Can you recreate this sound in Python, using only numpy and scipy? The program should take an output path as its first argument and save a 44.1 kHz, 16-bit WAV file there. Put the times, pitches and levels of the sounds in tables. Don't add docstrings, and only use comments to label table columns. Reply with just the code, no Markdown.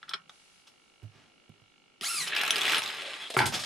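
import sys
import numpy as np
from scipy import signal
from scipy.io import wavfile
from scipy.ndimage import uniform_filter1d

SR = 44100
rng = np.random.default_rng(int(sys.argv[2]) if len(sys.argv) > 2 else 0)


def gain_from_db(level_db):
    decades = np.asarray(level_db, float) / 20
    return 10 ** decades


def generate_wav(sig):
    pcm = np.round(np.clip(np.atleast_2d(sig).T, -1, 1) * 32767).astype(np.int16)
    wavfile.write(sys.argv[1], SR, pcm)


N = 160965
T = np.arange(N) / SR

# time in seconds, pitch of the meshing gears in Hz, level in dB.
SERVO_SWEEP = [
    (2.014, 860, -51),
    (2.04, 1404, -35.5),
    (2.058, 2100, -34.5),
    (2.098, 2750, -35),
    (2.138, 2680, -35.5),
    (2.181, 2404, -35.5),
    (2.217, 1996, -35),
    (2.31, 1690, -53.5),
]
# pitch in Hz, width in Hz, level in dB.
GATE_RINGS = [(910, 220, -15.5), (1380, 93, 5.5), (2110, 460, -4), (3330, 233, 4.5), (4080, 420, -2),
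              (5230, 147, -3), (8900, 610, -27)]
# pitch in Hz, width in Hz, level in dB.
CHASSIS_RINGS = [(1345, 345, 6), (2970, 650, 11.5), (5070, 440, 4.5), (5780, 470, -0.5), (8540, 180, -4),
                 (9730, 460, -4.5)]


def evened(x):
    return x / np.sqrt(np.mean(x ** 2) + 1e-20)


def read(points, hz):
    f, value = np.transpose(points)
    return np.interp(np.log(hz + 1), np.log(f + 1), value)


def colour(x, points):
    hz = np.abs(np.fft.fftfreq(4096, 1 / SR))
    log_gain = np.log(gain_from_db(np.maximum(read(points, hz), -100)))
    response = np.exp(log_gain - 1j * signal.hilbert(log_gain).imag)
    return signal.oaconvolve(x, np.fft.ifft(response).real[:2048])[:len(x)]


def resonate(x, hz, width):
    turn = np.exp(2j * np.pi * np.cumsum(hz * np.ones(len(x))) / SR)
    r = np.exp(-np.pi * width / SR)
    return 2 * (turn * signal.lfilter([1 - r], [1, -r], x / turn + 1e-18)).real


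def body(x, peaks, tilt=0, widen=1):
    total = 0
    for k, (hz, width, db) in enumerate(peaks):
        gain = (-1) ** k * gain_from_db(db + tilt * np.log2(hz / 1000))
        total = total + gain * resonate(x, hz, width * widen)
    return total


def grains(per_s, spread_db):
    size, chance, side = rng.random((3, N))
    strength = gain_from_db(spread_db * np.minimum(-np.log(size + 1e-9), 5))
    return strength * (chance < per_s / SR) * np.sign(side - .5)


def drift(pole):
    return evened(signal.lfilter([1], [1, -2 * pole, pole ** 2], rng.standard_normal(N)))


def curve_gain(s, db):
    return gain_from_db(np.interp(T, s, db, left=-150, right=-150))


def swell(start, length, power=1):
    return np.sin(np.pi * np.clip((T - start) / length, 0, 1) ** power)


def hits(rows, peaks, widen, rise):
    out, t = np.zeros(N + SR), np.arange(SR // 4) / SR
    bursts = rng.standard_normal((len(rows), len(t)))
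    for (s, db, length, tilt), noise in zip(rows, bursts):
        u = t / max(length, 2e-4)
        contact = noise * np.minimum(u / rise, 1) * np.exp(-u)
        ring = body(contact, peaks, tilt, widen)
        out[round(s * SR):][:len(t)] += gain_from_db(db) * ring / np.abs(ring).max()
    return out[:N]


def air():
    # pitch in Hz, level in dB per Hz.
    tone_colour = [(25, -12), (100, -16), (170, -7), (394, -7), (850, -18), (2850, -14), (7500, -27),
                   (15000, -54)]
    # time in seconds, hiss level in dB.
    hiss_level = [(0, -70.5), (.27, -73.5), (.33, -62.5), (.6, -63.5), (.65, -68), (1.3, -73), (3.65, -86)]
    # pitch of the hump in Hz, width in Hz, level in dB.
    hiss_humps = [(3800, 6200, -2.6), (10760, 850, 0.5)]
    same = 0.022
    frames, hz = N // 256 + 5, np.fft.rfftfreq(1024, 1 / SR)
    a, b, c, d, patches = rng.standard_normal((frames, 513, 5)).T
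    patches = uniform_filter1d(patches, size=12, axis=0)
    patches = evened(uniform_filter1d(patches, size=14, axis=1))
    left = a + 1j * b
    right = same * left + np.sqrt(1 - same ** 2) * (c + 1j * d)
    spectrum = np.array([left, right]) * gain_from_db(read(tone_colour, hz)[:, None] + 1.5 * patches)
    tone = evened(signal.istft(spectrum, nperseg=1024, noverlap=768)[1][:, :N])
    hiss = [evened(body(body(n, hiss_humps), hiss_humps)) for n in rng.standard_normal((2, N))]
    return gain_from_db(-66.5) * tone + curve_gain(*np.transpose(hiss_level)) * hiss


def rustles():
    # start in seconds, length in seconds, level in dB.
    brushes = [
        (0.01, 0.14, -65.5),
        (0.668, 0.048, -73),
        (1.11, 0.22, -62.5),
    ]
    # pitch in Hz, level in dB per Hz.
    cloth = [(100, -7), (2500, -10.5), (6000, -19.5), (12000, -45)]
    crackle = evened(colour(grains(4000, 1.2), cloth))
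    return crackle * sum(gain_from_db(db) * swell(s, length, 0.67) for s, length, db in brushes)


def servo_hold():
    # pitch of the housing in Hz, width in Hz, level in dB.
    housing = [(780, 110, -6), (1370, 80, -3), (2230, 90, -.5), (2850, 130, 1.5), (3330, 120, -1.5),
               (4150, 180, -2.5)]
    ticks_per_s, first_s, twitch_s = 49.96, .0171, .00007
    age = (T - first_s) % (1 / ticks_per_s)
    index = np.floor((T - first_s) * ticks_per_s).astype(int) + 1
    rough = 1 + .2 * rng.standard_normal(N)
    strength = gain_from_db(.4 * rng.standard_normal(400)[index])
    drive = rough * (age / twitch_s) * np.exp(-age / twitch_s) * strength
    ticking = evened(body(body(drive, housing), housing, widen=2.5))
    return gain_from_db(-68.5) * ticking * (T < SERVO_SWEEP[0][0])


def gate_clicks():
    # time in seconds, peak in dB, length in seconds, tilt in dB per octave.
    clicks = [
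        (.029, -31.5, 0.002, -2.5),
        (.079, -39.5, 0.032, -7),
        (.0922, -27, 0.0038, 14.5),
        (.108, -35.5, 0.013, -7.5),
        (.1346, -18.5, 0.0056, -0.5),
        (.1405, -23, 0.0017, 0),
    ]
    return hits(clicks, GATE_RINGS, 1.37, 0.064)


def sections():
    # start in seconds, length in seconds, pitch in Hz, width in Hz, level in dB.
    hums = [
        (2.77, .14, 75, 50, -65),
        (3.0, .15, 580, 170, -49),
        (3.2, .1, 3330, 330, -44),
        (2.52, .1, 390, 90, -48),
        (2.82, .22, 5050, 200, -53),
        (2.13, .2, 170, 80, -58),
        (.03, .33, 165, 60, -69),
    ]
    grit = grains(3400, 0.84)
    total = 0
    for s, length, hz, width, db in hums:
        hum = evened(resonate(resonate(grit, hz, width), hz, width))
        total = total + gain_from_db(db) * swell(s, length) * hum
    return total


def table_bumps():
    # time in seconds, peak in dB, length in seconds, tilt in dB per octave.
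    bumps = [
        (1.022, -37.5, 0.026, -11),
        (1.14, -52.5, 0.053, 4),
        (1.493, -44.5, 0.0027, -0.5),
        (1.615, -56.5, 0.0064, -23),
        (2.011, -41, 0.0035, 10),
        (2.142, -48, 0.0011, 9),
        (.137, -46.5, 0.0081, 23),
        (3.39, -29.5, 0.077, -0.5),
    ]
    # pitch of the table in Hz, width in Hz, level in dB.
    table_top = [(104.5, 13, 1), (154, 17.6, -2.5), (231, 37, -7), (400, 41, -22.5), (650, 70, -39.5)]
    return hits(bumps, table_top, 1.0, 0.36) * gain_from_db([[-5.5], [3.5]])


def finger_ticks():
    # time in seconds, peak in dB, length in seconds, tilt in dB per octave.
    touches = [
        (.2942, -36, 0.0032, 0),
        (.669, -46.5, 0.003, 2),
        (.672, -45.5, 0.018, 7),
    ]
    return hits(touches, GATE_RINGS, 4.8, 0.057)


def joints():
    # time in seconds, peak in dB, length in seconds, tilt in dB per octave.
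    knocks = [
        (2.0102, -21.5, 0.00098, 4),
        (2.0217, -30, 0.0011, 7),
        (2.271, -24, 0.008, 3),
        (2.362, -14.5, 0.0036, -3),
        (2.433, -22.5, 0.0027, 1),
        (2.5058, -6, 0.0014, 2),
        (2.558, -16, 0.0009, 4),
        (2.744, -12.5, 0.0027, -1.5),
        (2.782, -15.5, 0.00047, 8),
    ]
    return hits(knocks, CHASSIS_RINGS, 0.8, 0.96)


def servo_sweep():
    # multiple of the gear pitch, width in Hz, level in dB.
    partials = [(.5, 120, -9), (1, 130, -3), (1.5, 200, -9), (2, 200, 1.5), (3, 350, -2), (4, 900, -2)]
    # pitch of the gearbox shell in Hz, width in Hz, level in dB.
    gearbox = [(1381, 71, -5), (2160, 39, 4), (2680, 725, -3.5), (4280, 235, 1.5), (4840, 135, 0.5),
               (5560, 176, -1.5), (6600, 430, -3.5), (8840, 470, -1), (10340, 350, 0), (14000, 460, -12.5)]
    s, hz, db = np.transpose(SERVO_SWEEP)
    mesh = np.interp(T, s, hz)
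    noise = rng.standard_normal(N)
    whine = 0
    for k, width, level in partials:
        partial = resonate(resonate(noise, k * mesh, width), k * mesh, width)
        whine = whine + gain_from_db(level) * evened(partial)
    shell = body(whine, gearbox, 0, 4.2)
    moving = (T > s[1]) & (T < s[-2])
    grit = evened(body(grains(9000, 2.8), gearbox, 0.23, 2.1))
    return curve_gain(s, db) * (shell / shell[moving].std() + gain_from_db(-2) * grit)


def car():
    # time in seconds, level in dB, nearness (extra treble) in dB.
    rolling = [(2.202, -38.5, 2), (2.3, -27.5, 7), (2.36, -25, -10), (2.5, -24.5, 2.5), (2.6, -23.5, 8.5),
               (2.7, -21.5, 6.5), (2.782, -20, 7.5), (2.799, -29, 11), (2.9, -29.5, 7.5),
               (3.05, -31.5, 8.5), (3.27, -34, 8), (3.357, -58, 30.5)]
    # pitch in Hz, level in dB per Hz.
    track_colour = [(90, -14.5), (350, -11), (800, -7), (2700, 3.5), (3900, -2), (5200, -20.5),
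                    (10500, -27.5), (15000, -55)]
    # pitch of the track in Hz, width in Hz, level in dB.
    track_rings = [(409.5, 23, 6), (5150, 110, -4.5), (3700, 220, -7)]
    wander_db, chatter_db = 4.5, 1.5
    s, db, near_db = np.transpose(rolling)
    t, rattle = np.arange(1500) / SR, 0
    for hz in np.geomspace(350, 4100, 25):
        decay = np.exp(-hz * t * np.pi / 8)
        tap = np.sin(2 * np.pi * hz * t) * (hz * t) * decay * hz
        taps = grains(220, 3.3) * gain_from_db(wander_db * drift(.999))
        rattle = rattle + gain_from_db(read(track_colour, hz)) * signal.oaconvolve(taps, tap)[:N]
    grit = grains(4000, 2.5)
    rings = evened(body(grit * gain_from_db(wander_db * drift(0.82)), track_rings))
    roll = evened(colour(grit, track_colour)) + gain_from_db(-19) * rings + gain_from_db(-4.5) * evened(rattle)
    high = signal.sosfilt(signal.butter(2, 5000, "high", fs=SR, output="sos"), roll)
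    roll = roll + (gain_from_db(np.interp(T, s, near_db)) - 1) * high
    return curve_gain(s, db + chatter_db * .5) * evened(roll * gain_from_db(chatter_db * drift(0.99)))


def rattles():
    # time in seconds, peak in dB, pitch in Hz.
    strikes = [(2.35, -22, 2700), (2.3744, -27, 3410), (2.3812, -20.5, 3170), (2.3924, -22.5, 3160),
               (2.413, -16, 2290), (2.4334, -17.5, 1480), (2.4504, -19, 2380), (2.4623, -20.5, 2970),
               (2.4778, -16, 2900), (2.5256, -34, 2790), (2.5453, -20, 2860), (2.564, -15, 2770),
               (2.5814, -15.5, 2660), (2.6099, -17.5, 3400), (2.6147, -15.5, 3420), (2.6324, -17.5, 2670),
               (2.6526, -14, 2700), (2.6645, -17, 2660), (2.6794, -13, 1720), (2.6844, -17, 3270),
               (2.6915, -17.5, 2140), (2.6953, -13.5, 2570), (2.7044, -21, 3600), (2.7153, -20, 3240),
               (2.7198, -15, 2830), (2.727, -18.5, 2480), (2.7328, -13.5, 1470), (2.756, -18, 3300),
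               (2.7678, -16, 3350), (2.7928, -24, 2300), (2.8194, -19.5, 2370), (2.8294, -23, 5350),
               (2.8359, -20, 3240), (2.8593, -22, 3580), (2.8766, -24.5, 3620), (2.8858, -33, 3040),
               (2.9039, -27.5, 3700), (2.9164, -32, 2140), (2.9322, -33, 1940), (2.946, -30, 2570),
               (2.9694, -31, 2100), (3.0198, -24.5, 2670), (3.052, -40, 2100), (3.2192, -29.5, 3400)]
    strike_s = .0024
    out, t = np.zeros(N + SR), np.arange(1024) / SR
    for (s, db, hz), noise in zip(strikes, rng.standard_normal((len(strikes), len(t)))):
        burst = noise * (t / strike_s) * np.exp(-t / strike_s * 2)
        snap = evened(body(burst, CHASSIS_RINGS, -4, 2.5))
        tap = evened(resonate(burst, hz, 750)) + gain_from_db(-11) * snap
        out[round(s * SR):][:len(t)] += gain_from_db(db - 2.5) * tap / np.abs(tap).max()
    return out[:N]


def landings():
    # time in seconds, peak in dB, length in seconds, tilt in dB per octave.
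    drops = [
        (3.3005, -27, 0.01, 0),
        (3.339, -27.5, 0.012, -1.5),
    ]
    # pitch of the run-out in Hz, width in Hz, level in dB.
    runout = [(457, 85, 5.5), (630, 120, 4.5), (1850, 630, -6), (3540, 680, -4.5), (4940, 410, -3.5),
              (8900, 1600, -14)]
    return hits(drops, runout, 1.5, 0.14)


def end_stop():
    # time in seconds, peak in dB, length in seconds, tilt in dB per octave.
    blows = [
        (3.366, -10, 0.0017, -3.5),
        (3.376, -19, 0.017, -3.5),
        (3.3885, -8, 0.0044, 3.5),
        (3.401, -13.5, 0.0044, -3.5),
        (3.41, -15.5, 0.033, -0.5),
        (3.465, -26.5, 0.01, -7.5),
    ]
    # pitch of the stop in Hz, width in Hz, level in dB.
    stop_rings = [(122.8, 10.2, 0.5), (387, 16.8, 6.5), (843, 120, 0.5), (943, 53, 6), (1006, 40, 5),
                  (1324, 140, 0.5), (1533, 100, 5), (1820, 130, -2.5), (2140, 200, 0), (3240, 670, -7.5),
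                  (4910, 620, -12)]
    return hits(blows, stop_rings, 1.22, 0.0063)


def skitter():
    # time in seconds, peak in dB, length in seconds, tilt in dB per octave.
    skips = [
        (3.3706, -27, 0.032, 9.5),
        (3.456, -20.5, 0.025, -1.5),
        (3.4627, -23.5, 0.0065, 14.5),
        (3.5206, -25.5, 0.079, -6.5),
        (3.5385, -21, 0.026, -3.5),
        (3.5913, -24.5, 0.056, -2),
        (3.636, -24.5, 0.013, -4.5),
    ]
    # pitch of the loose parts in Hz, width in Hz, level in dB.
    loose_parts = [(1460, 950, -10), (3420, 225, 5), (5200, 210, 4), (9040, 1180, 4), (10450, 1040, 2)]
    return hits(skips, loose_parts, 4.56, 0.037)


def room(x):
    # pitch in Hz, time to fade by 60 dB in seconds.
    fade_times = [(150, 0.54), (1200, 0.2), (4000, 0.084), (12000, 0.12)]
    taps = np.zeros((2, SR // 2))
    at = np.arange(60, SR // 2 - 20, 20) + rng.integers(0, 20, (2, (SR // 2 - 61) // 20))
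    np.put_along_axis(taps, at, rng.choice([-1., 1.], at.shape), 1)
    hz, t, z = signal.stft(taps, SR, nperseg=256)
    fade = gain_from_db(-60 * t / read(fade_times, hz)[:, None])
    tail = signal.istft(z * fade, SR, nperseg=256)[1]
    return signal.fftconvolve(x[None], tail / np.linalg.norm(tail[0]), axes=1)[:, :N]


def scene():
    # pitch in Hz, level in dB.
    wet_colour = [(250, -17), (600, -1), (2500, -1.5), (7000, 4), (12000, 4.5)]
    near = servo_sweep() + gate_clicks() + finger_ticks() + rustles()
    far = car() + rattles() + landings() + joints() + end_stop() + skitter()
    bumps = table_bumps()
    no_rumble = signal.butter(4, 120, "high", fs=SR, output="sos")
    direct = signal.sosfilt(no_rumble, near + far)
    holding = servo_hold() * gain_from_db([[-2.5], [2.5]])
    reflected = room(colour(gain_from_db(-5.0) * near + gain_from_db(-4.5) * far, wet_colour))
    return direct + holding + reflected + bumps + sections() + air()


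def band_limit(x):
    return signal.sosfilt(signal.butter(12, 16430, fs=SR, output="sos"), x)


def record(dry):
    edge = signal.firwin(127, 14270, fs=SR)[None]
    return band_limit(signal.oaconvolve(dry, edge, "same"))


dry = scene()
out = record(dry)
generate_wav(out)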